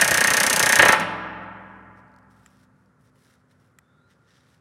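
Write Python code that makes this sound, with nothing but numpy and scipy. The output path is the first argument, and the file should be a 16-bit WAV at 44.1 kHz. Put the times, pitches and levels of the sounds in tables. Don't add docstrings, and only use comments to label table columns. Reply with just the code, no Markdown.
import sys
import numpy as np
from scipy import signal
from scipy.fft import rfft, irfft, next_fast_len
from scipy.io import wavfile
from scipy.ndimage import uniform_filter1d

SR = 44100
rng = np.random.default_rng(int(sys.argv[2]) if len(sys.argv) > 2 else 0)


def volts_from_decibels(level):
    exponent = np.asarray(level, float) / 20
    return 10 ** exponent


def unload_audio(sound):
    columns = np.transpose(np.atleast_2d(sound))
    steps = np.round(np.clip(columns, -1, 1) * 32767)
    wavfile.write(sys.argv[1], SR, steps.astype(np.int16))


N = 203113

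# (time [s], crack peak [dB], panel ring [dB])
BLOW_EVENTS = [(0.0118, -5, -9), (0.0441, -11.5, -19), (0.0771, -10, -16), (0.109, -9, -11.5),
               (0.1414, -9, -15.5), (0.1731, -9.5, -12), (0.2063, -9.5, -10), (0.2395, -10.5, -10.5),
               (0.2721, -10.5, -12.5), (0.3031, -10, -11), (0.335, -9, -13.5), (0.3682, -8.5, -13),
               (0.4008, -9, -14), (0.4315, -8.5, -16.5), (0.4647, -9, -15.5), (0.498, -8.5, -17.5),
               (0.5287, -8.5, -19), (0.561, -8.5, -20.5), (0.594, -7.5, -13.5), (0.627, -8, -14),
               (0.6594, -9.5, -11), (0.691, -10, -11), (0.7229, -6.5, -9.5), (0.7558, -8.5, -12),
               (0.7875, -11, -3), (0.821, -11.5, -5), (0.8518, -12.5, -10.5), (0.8834, -10, -8),
               (0.9222, -12.5, -14), (0.997, -25.5, -20.5)]
# (frequency [Hz], width [Hz], level [dB])
TOOL_MODES = [(5300, 98, -15.5), (5800, 30, -17), (5600, 190, -14.5), (6335, 32, -9.5), (7160, 150, -11.5),
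              (8400, 250, -18), (9660, 200, -7), (11200, 200, -15), (13100, 200, -23.5)]
# (frequency [Hz], width [Hz], level [dB])
PANEL_MODES = [(440, 30, -12), (529, 25, -9), (560, 25, -10), (591, 28, -8), (622, 25, -9), (685, 25, -11),
               (863, 24, -6), (905, 22, -8), (1000, 25, -9), (1155, 22, -9), (1330, 30, -5), (1490, 40, -8),
               (1650, 30, -1), (1705, 40, -9), (1822, 28, 0), (1900, 40, -5), (2105, 40, -7),
               (2205, 35, -12), (2480, 40, -14), (2870, 45, -17), (3080, 35, -19.5)]
# (frequency [Hz], level [dB])
CRACK_SPECTRUM = [(1470, -25), (2500, -0.5), (3520, -6), (5150, -2), (5610, -1), (7770, -5), (9360, -1),
                  (15000, -15.5), (16000, -25)]
# (frequency [Hz], level [dB])
CLATTER_SPECTRUM = [(120, -41.5), (200, -18), (346, -11), (575, -12), (736, -8.5), (849, -10), (1220, -8.5),
                    (1860, -7), (2010, -6), (4500, -24), (5850, -56), (9900, -120)]
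FREED_HZ = [64.6, 107.7, 172.3, 193.8, 220, 251.5, 253.5, 274.5, 301.5, 317.6, 436, 565, 625, 689, 780.6,
            872, 904.4, 1001, 1034]
# (level [dB], t60 [s])
FREED_DECAY = [(-48, 4.5), (-44, 4), (-37, 2), (-41, 4.2), (-47, 2), (-42, 1.5), (-56, 11), (-46, 3),
               (-44, 2.4), (-39, 2.2), (-46, 2.4), (-48, 2), (-49, 2.4), (-48, 2.4), (-49, 2), (-37, 2.3),
               (-42, 2.4), (-45, 2.4), (-45, 2.4)]
# (frequency [Hz], level [dB])
HALL_SPECTRUM = [(60, -17), (200, -8), (550, -4.5), (900, -1.5), (1400, -0.5), (1750, -10.5), (2300, -5.5),
                 (3500, -1), (4600, -5.5), (5400, -3), (6200, -12.5), (7200, -4.5), (10000, 0),
                 (15000, -11)]
# (frequency [Hz], t60 [s])
HALL_DECAY = [(60, 2.5), (420, 2.1), (1100, 2.35), (1600, 2.2), (2300, 1.8), (2850, 1.5), (3500, 1.15),
              (4400, 1), (5600, .82), (7000, .64), (8700, .48), (14000, .34)]
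# (time [s], level [dB])
GAIN_CURVE = [
    (0, -17),
    (.75, -8),
    (.93, -2.5),
    (1.03, -5),
    (1.2, -6.5),
    (2, -5),
]
# (start [s], end [s], level [dB], brightness [dB])
CLOTH_STROKES = [(1.428, 1.438, -70, -22), (1.6, 1.8, -83, -15), (1.972, 1.995, -71, -10),
                 (2.31, 2.467, -71.5, -5.5), (2.476, 2.595, -70.5, -7), (2.61, 2.645, -67.5, -8),
                 (2.75, 2.85, -84, -3), (3.01, 3.06, -78.5, 0), (3.065, 3.092, -71.5, -9),
                 (3.16, 3.238, -71, -4), (3.248, 3.342, -65.5, -6.5), (3.355, 3.415, -79, -11),
                 (3.51, 3.517, -65, -10), (3.54, 3.72, -83, -7), (3.6, 3.68, -80, -5),
                 (3.8, 4.06, -89, -16), (4.106, 4.119, -64, -12), (4.14, 4.16, -79, -15),
                 (4.187, 4.25, -80, -12), (4.28, 4.372, -64.5, -16), (4.38, 4.466, -69, -14),
                 (4.485, 4.544, -67, -10), (4.56, 4.59, -76, -12)]
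# (frequency [Hz], level [dB])
CLOTH_SPECTRUM = [(900, -25.5), (1500, -3.5), (1800, -1.5), (2300, -10.5), (3800, -8.5), (4500, -12.5),
                  (5600, -8), (6600, -15.5), (9500, -12), (12000, -18), (14000, -22), (16000, -22)]
# (time [s], peak [dB], pitch [Hz], low knock [dB], snap [dB])
TICK_EVENTS = [
    (2.08, -63.5, 4895, -64, -85),
    (2.0925, -72, 3820, -66, -85),
    (2.1174, -60, 5140, -61, -84),
    (2.1395, -59, 4470, -58, -77),
    (2.162, -53, 5010, -65, -71),
    (2.186, -56, 5540, -67, -70),
    (2.2291, -63.5, 5090, -67, -85),
    (2.4609, -36.5, 7760, -43.5, -62),
    (2.8594, -57, 5380, -74, -86),
    (3.7867, -38, 8000, -42.5, -58.5),
]
# (start [s], end [s], first pitch [Hz], last pitch [Hz], level [dB])
SQUEAK_STRANDS = [
    (3.84, 4.0, 3545, 3515, -86),
    (3.9, 4.0, 3690, 3790, -88),
    (4.0, 4.11, 3800, 4080, -88),
    (4.03, 4.075, 4020, 4160, -85),
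    (3.89, 3.95, 1400, 1400, -77),
    (3.98, 4.085, 1400, 1400, -73),
    (4.2, 4.26, 1400, 1400, -75),
]
# (frequency [Hz], level [dB])
FAN_SPECTRUM = [(30, -30), (60, -8), (90, -2.5), (131, 1.5), (287, -11.5), (486, -12.5), (540, -10),
                (649, -18), (1010, -17.5), (1350, -13.5), (2100, -25), (2980, -40), (6000, -48),
                (10500, -52), (12500, -62), (14000, -85), (16000, -100)]
# (frequency [Hz], level [dB])
FAN_LINES = [
    (118, -85),
    (153, -73),
    (1400, -80.5),
]

STROKE_S = .0324
EARLIER_BLOWS = 8
LEAD = int((EARLIER_BLOWS + 1) * STROKE_S * SR)
BAR_OFF_S, RELEASE_S = .77, .94
USUAL_CRACK_DB, USUAL_RING_DB = -9, -13
# boom [dB], thump [dB], damping [factor on decay rate]
HELD, FREE = (-23.5, -35.5, .88), (-13, -32, 0.71)
# boom [dB], thump [dB], damping [share]
HARDER = (.15, .1, .02)
BOOM_PER_CRACK = .7
LURCH_HZ = 95
BEAT = .25
BRUSH_ON_DB_PER_S, BRUSH_OFF_DB_PER_S = 700, 700
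SQUEAK_ON_DB_PER_S, SQUEAK_OFF_DB_PER_S = 300, 300


def hammer():
    track = np.zeros(N + LEAD)
    first_s = BLOW_EVENTS[0][0]
    earlier = [(first_s - k * STROKE_S, -8.5, -9.5) for k in range(1, EARLIER_BLOWS + 1)]
    for s, crack_db, ring_db in list(BLOW_EVENTS) + earlier:
        boom_db, thump_db, damping = FREE if s > BAR_OFF_S else HELD
        harder = np.array(HARDER) * (ring_db - USUAL_RING_DB)
        boom_db = boom_db + harder[0] + BOOM_PER_CRACK * (crack_db - USUAL_CRACK_DB)
        sound = blow(crack_db, ring_db, boom_db, thump_db + harder[1], damping * np.exp(harder[2]))
        add(track, s + LEAD / SR, sound)
    return signal.sosfilt(signal.butter(2, LURCH_HZ, "high", fs=SR, output="sos"), track)


def blow(crack_db, ring_db, boom_db, thump_db, damping):
    t = np.arange(int(.2 * SR)) / SR
    puff = volts_from_decibels(-15.5) * np.clip((.0125 - t) / 0.003, 0, 1) * fade(t, .12)
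    crack_decay = fade(t, 0.016) + puff + volts_from_decibels(-6.0) * fade(t, 0.097)
    crack = colour(rng.standard_normal(len(t)), CRACK_SPECTRUM) * crack_decay
    tool = ring(TOOL_MODES, t, scatter_db=-0.5, detune=.0015).sum(0)
    contact = 1 - np.exp(-t / .0006)
    impact = volts_from_decibels(crack_db) * contact * (volts_from_decibels(-7.5) * crack + volts_from_decibels(-3.0) * tool)

    late = np.maximum(t - .0051, 0)
    rise = 1 - np.exp(-(late / .0019) ** 2) + volts_from_decibels(-12)
    modes = ring(PANEL_MODES, late - .0025, scatter_db=1, detune=.003, turn=1.5, damping=damping)
    high = np.array(PANEL_MODES)[:, :1] > 1400
    panel = np.where(high, volts_from_decibels(ring_db - 6.5), volts_from_decibels(boom_db - 3.5)) * modes
    clatter = colour(rng.standard_normal(len(t)), CLATTER_SPECTRUM)
    clatter = clatter * fade(late, .11 / damping) * volts_from_decibels((ring_db + boom_db) / 2 - 4)
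    lurch = thump(t, thump_db + 5.0 + 1.3 * rng.standard_normal())
    return impact + rise * (panel.sum(0) + clatter) + lurch


def thump(t, db):
    hz, wait = rng.uniform([115, .01], [250, .021])
    return volts_from_decibels(db) * np.exp(-((t - wait) / .0065) ** 2) * np.sin(2 * np.pi * hz * (t - wait))


def released_panel():
    t = np.arange(N) / SR - RELEASE_S
    out = 0
    for hz, (db, t60) in zip(FREED_HZ, FREED_DECAY):
        phase, beat = rng.uniform(0, 1, 2)
        first = np.sin(2 * np.pi * (hz * t + phase))
        second = np.sin(2 * np.pi * (hz + 1 + 2 * beat) * t)
        out = out + volts_from_decibels(db) * fade(t, t60) * (first + BEAT * second)
    return out * np.clip(t / .05, 0, 1)


def hall(x):
    size = next_fast_len(int(3.6 * SR))
    t = np.arange(size) / SR
    hz = np.arange(size // 2 + 1) * SR / size + 1
    noise = rfft(rng.standard_normal(size))
    decay_hz, decay_s = np.array(HALL_DECAY).T
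    tail = 0
    for mid in 45 * 2 ** np.arange(0, 8.7, 1 / 3):
        t60 = np.interp(np.log(mid), np.log(decay_hz), decay_s)
        band = np.clip(1 - 3 * np.abs(np.log2(hz / mid)), 0, 1)
        tail = tail + irfft(noise * band, size) * fade(t, t60)
    build_up = 1 - np.exp(-t / 0.005)
    return signal.fftconvolve(x, tail * build_up)[:len(x)]


def ticks():
    track = np.zeros(N)
    t = np.arange(int(0.026 * SR)) / SR
    contact = 1 - np.exp(-t / 0.0011)
    knock_modes = [(1900, 180, 0), (1300, 200, -5), (2350, 200, -8)]
    snap_spectrum = [(1500, -28), (3000, -7), (6000, -7), (14000, -15)]
    for s, db, hz, knock_db, snap_db in TICK_EVENTS:
        click_modes = [(hz, 400, -3), (hz * 0.9, 400, -3.5), (hz * 0.4, 500, -9),
                       (hz * 1.42, 500, -7), (hz * 2.4, 600, -11)]
        click = ring(click_modes, t, scatter_db=0.5, detune=0.012).sum(0)
        knock = ring(knock_modes, t, scatter_db=1.5, detune=.02).sum(0)
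        snap = colour(rng.standard_normal(len(t)), snap_spectrum) * fade(t, 0.016)
        touch = volts_from_decibels(db + 5.5) * click + volts_from_decibels(knock_db + 6) * knock + volts_from_decibels(snap_db + 10) * snap
        add(track, s, touch * contact)
    return track


def cloth():
    grain = volts_from_decibels(2.7 * rng.standard_normal(N // 90 + 1).repeat(90)[:N])
    hiss = 0.88 * colour(grain * rng.standard_normal(N), CLOTH_SPECTRUM)
    dull = signal.sosfiltfilt(signal.butter(3, 7500, fs=SR, output="sos"), hiss)
    out = 0
    for start, end, db, bright_db in CLOTH_STROKES:
        gain = stroke(start, end, db, BRUSH_ON_DB_PER_S, BRUSH_OFF_DB_PER_S)
        out = out + gain * (dull + volts_from_decibels(bright_db + 5.5) * (hiss - dull))
    return out


def squeak():
    out = 0
    for start, end, first_hz, last_hz, db in SQUEAK_STRANDS:
        roughness = uniform_filter1d(rng.standard_normal(N), size=150)
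        hz = curve([(start, first_hz), (end, last_hz)]) * (1 + .2 * roughness)
        flutter = 1 + 7 * uniform_filter1d(rng.standard_normal(N), size=300)
        gain = stroke(start, end, db + 5.0, SQUEAK_ON_DB_PER_S, SQUEAK_OFF_DB_PER_S)
        out = out + gain * flutter * np.sin(2 * np.pi * np.cumsum(hz) / SR)
    return out


def fans():
    out = volts_from_decibels(-63.5) * colour(rng.standard_normal(N), FAN_SPECTRUM)
    for hz, db in FAN_LINES:
        line = [(hz * 0.7, -40), (hz, 0), (hz * 1.3, -40), (6000, -42.5), (10500, -44), (14000, -56)]
        out = out + volts_from_decibels(db) * colour(rng.standard_normal(N), line)
    return out


def ring(modes, t, scatter_db, detune, turn=9, damping=1):
    hz, width, db = np.transpose(modes)[:, :, None]
    luck = rng.standard_normal((3, len(modes), 1))
    wave = np.sin(2 * np.pi * hz * (1 + detune * luck[0]) * t + turn * luck[1])
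    return volts_from_decibels(db + scatter_db * luck[2]) * np.exp(-np.pi * width * damping * t) * wave


def colour(x, table):
    size = next_fast_len(len(x))
    hz = np.arange(size // 2 + 1) * SR / size + 1
    points = np.array(table, float)
    weight = volts_from_decibels(np.interp(np.log(hz), np.log(points[:, 0]), points[:, 1]))
    y = irfft(rfft(x, size) * weight, size)[:len(x)]
    return y / np.sqrt(np.mean(y ** 2))


def fade(t, t60):
    return (t >= 0) * np.exp(-np.log(1000) * np.maximum(t, 0) / t60)


def stroke(start, end, db, on_db_per_s, off_db_per_s):
    t = np.arange(N) / SR
    before, after = np.maximum(start - t, 0), np.maximum(t - end, 0)
    return volts_from_decibels(db - on_db_per_s * before - off_db_per_s * after)


def curve(table):
    rows = np.array(table, float)
    return np.interp(np.arange(N) / SR, rows[:, 0], rows[:, 1])


def add(track, s, sound):
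    i = int(s * SR)
    track[i:i + len(sound)] += sound[:len(track) - i]


def scene():
    blows = hammer()
    gain = np.concatenate([np.full(LEAD, volts_from_decibels(GAIN_CURVE[0][1])), volts_from_decibels(curve(GAIN_CURVE))])
    echo = volts_from_decibels(-58.5) * hall(colour(blows / gain, HALL_SPECTRUM)) * gain
    burst = (blows + echo)[LEAD:]
    return (burst + released_panel() + ticks() + cloth() + squeak() + fans())[None]


def top_cut(x):
    return signal.sosfilt(signal.butter(12, 16460, fs=SR, output="sos"), x)


def record(dry):
    rounded = np.tanh(0.85 * dry) / 0.75
    x = signal.sosfilt(signal.butter(6, 62, "high", fs=SR, output="sos"), rounded)
    x = signal.sosfilt(signal.ellip(8, .2, 60, 15800, fs=SR, output="sos"), x)
    return top_cut(x)


dry = scene()
out = record(dry)
unload_audio(out)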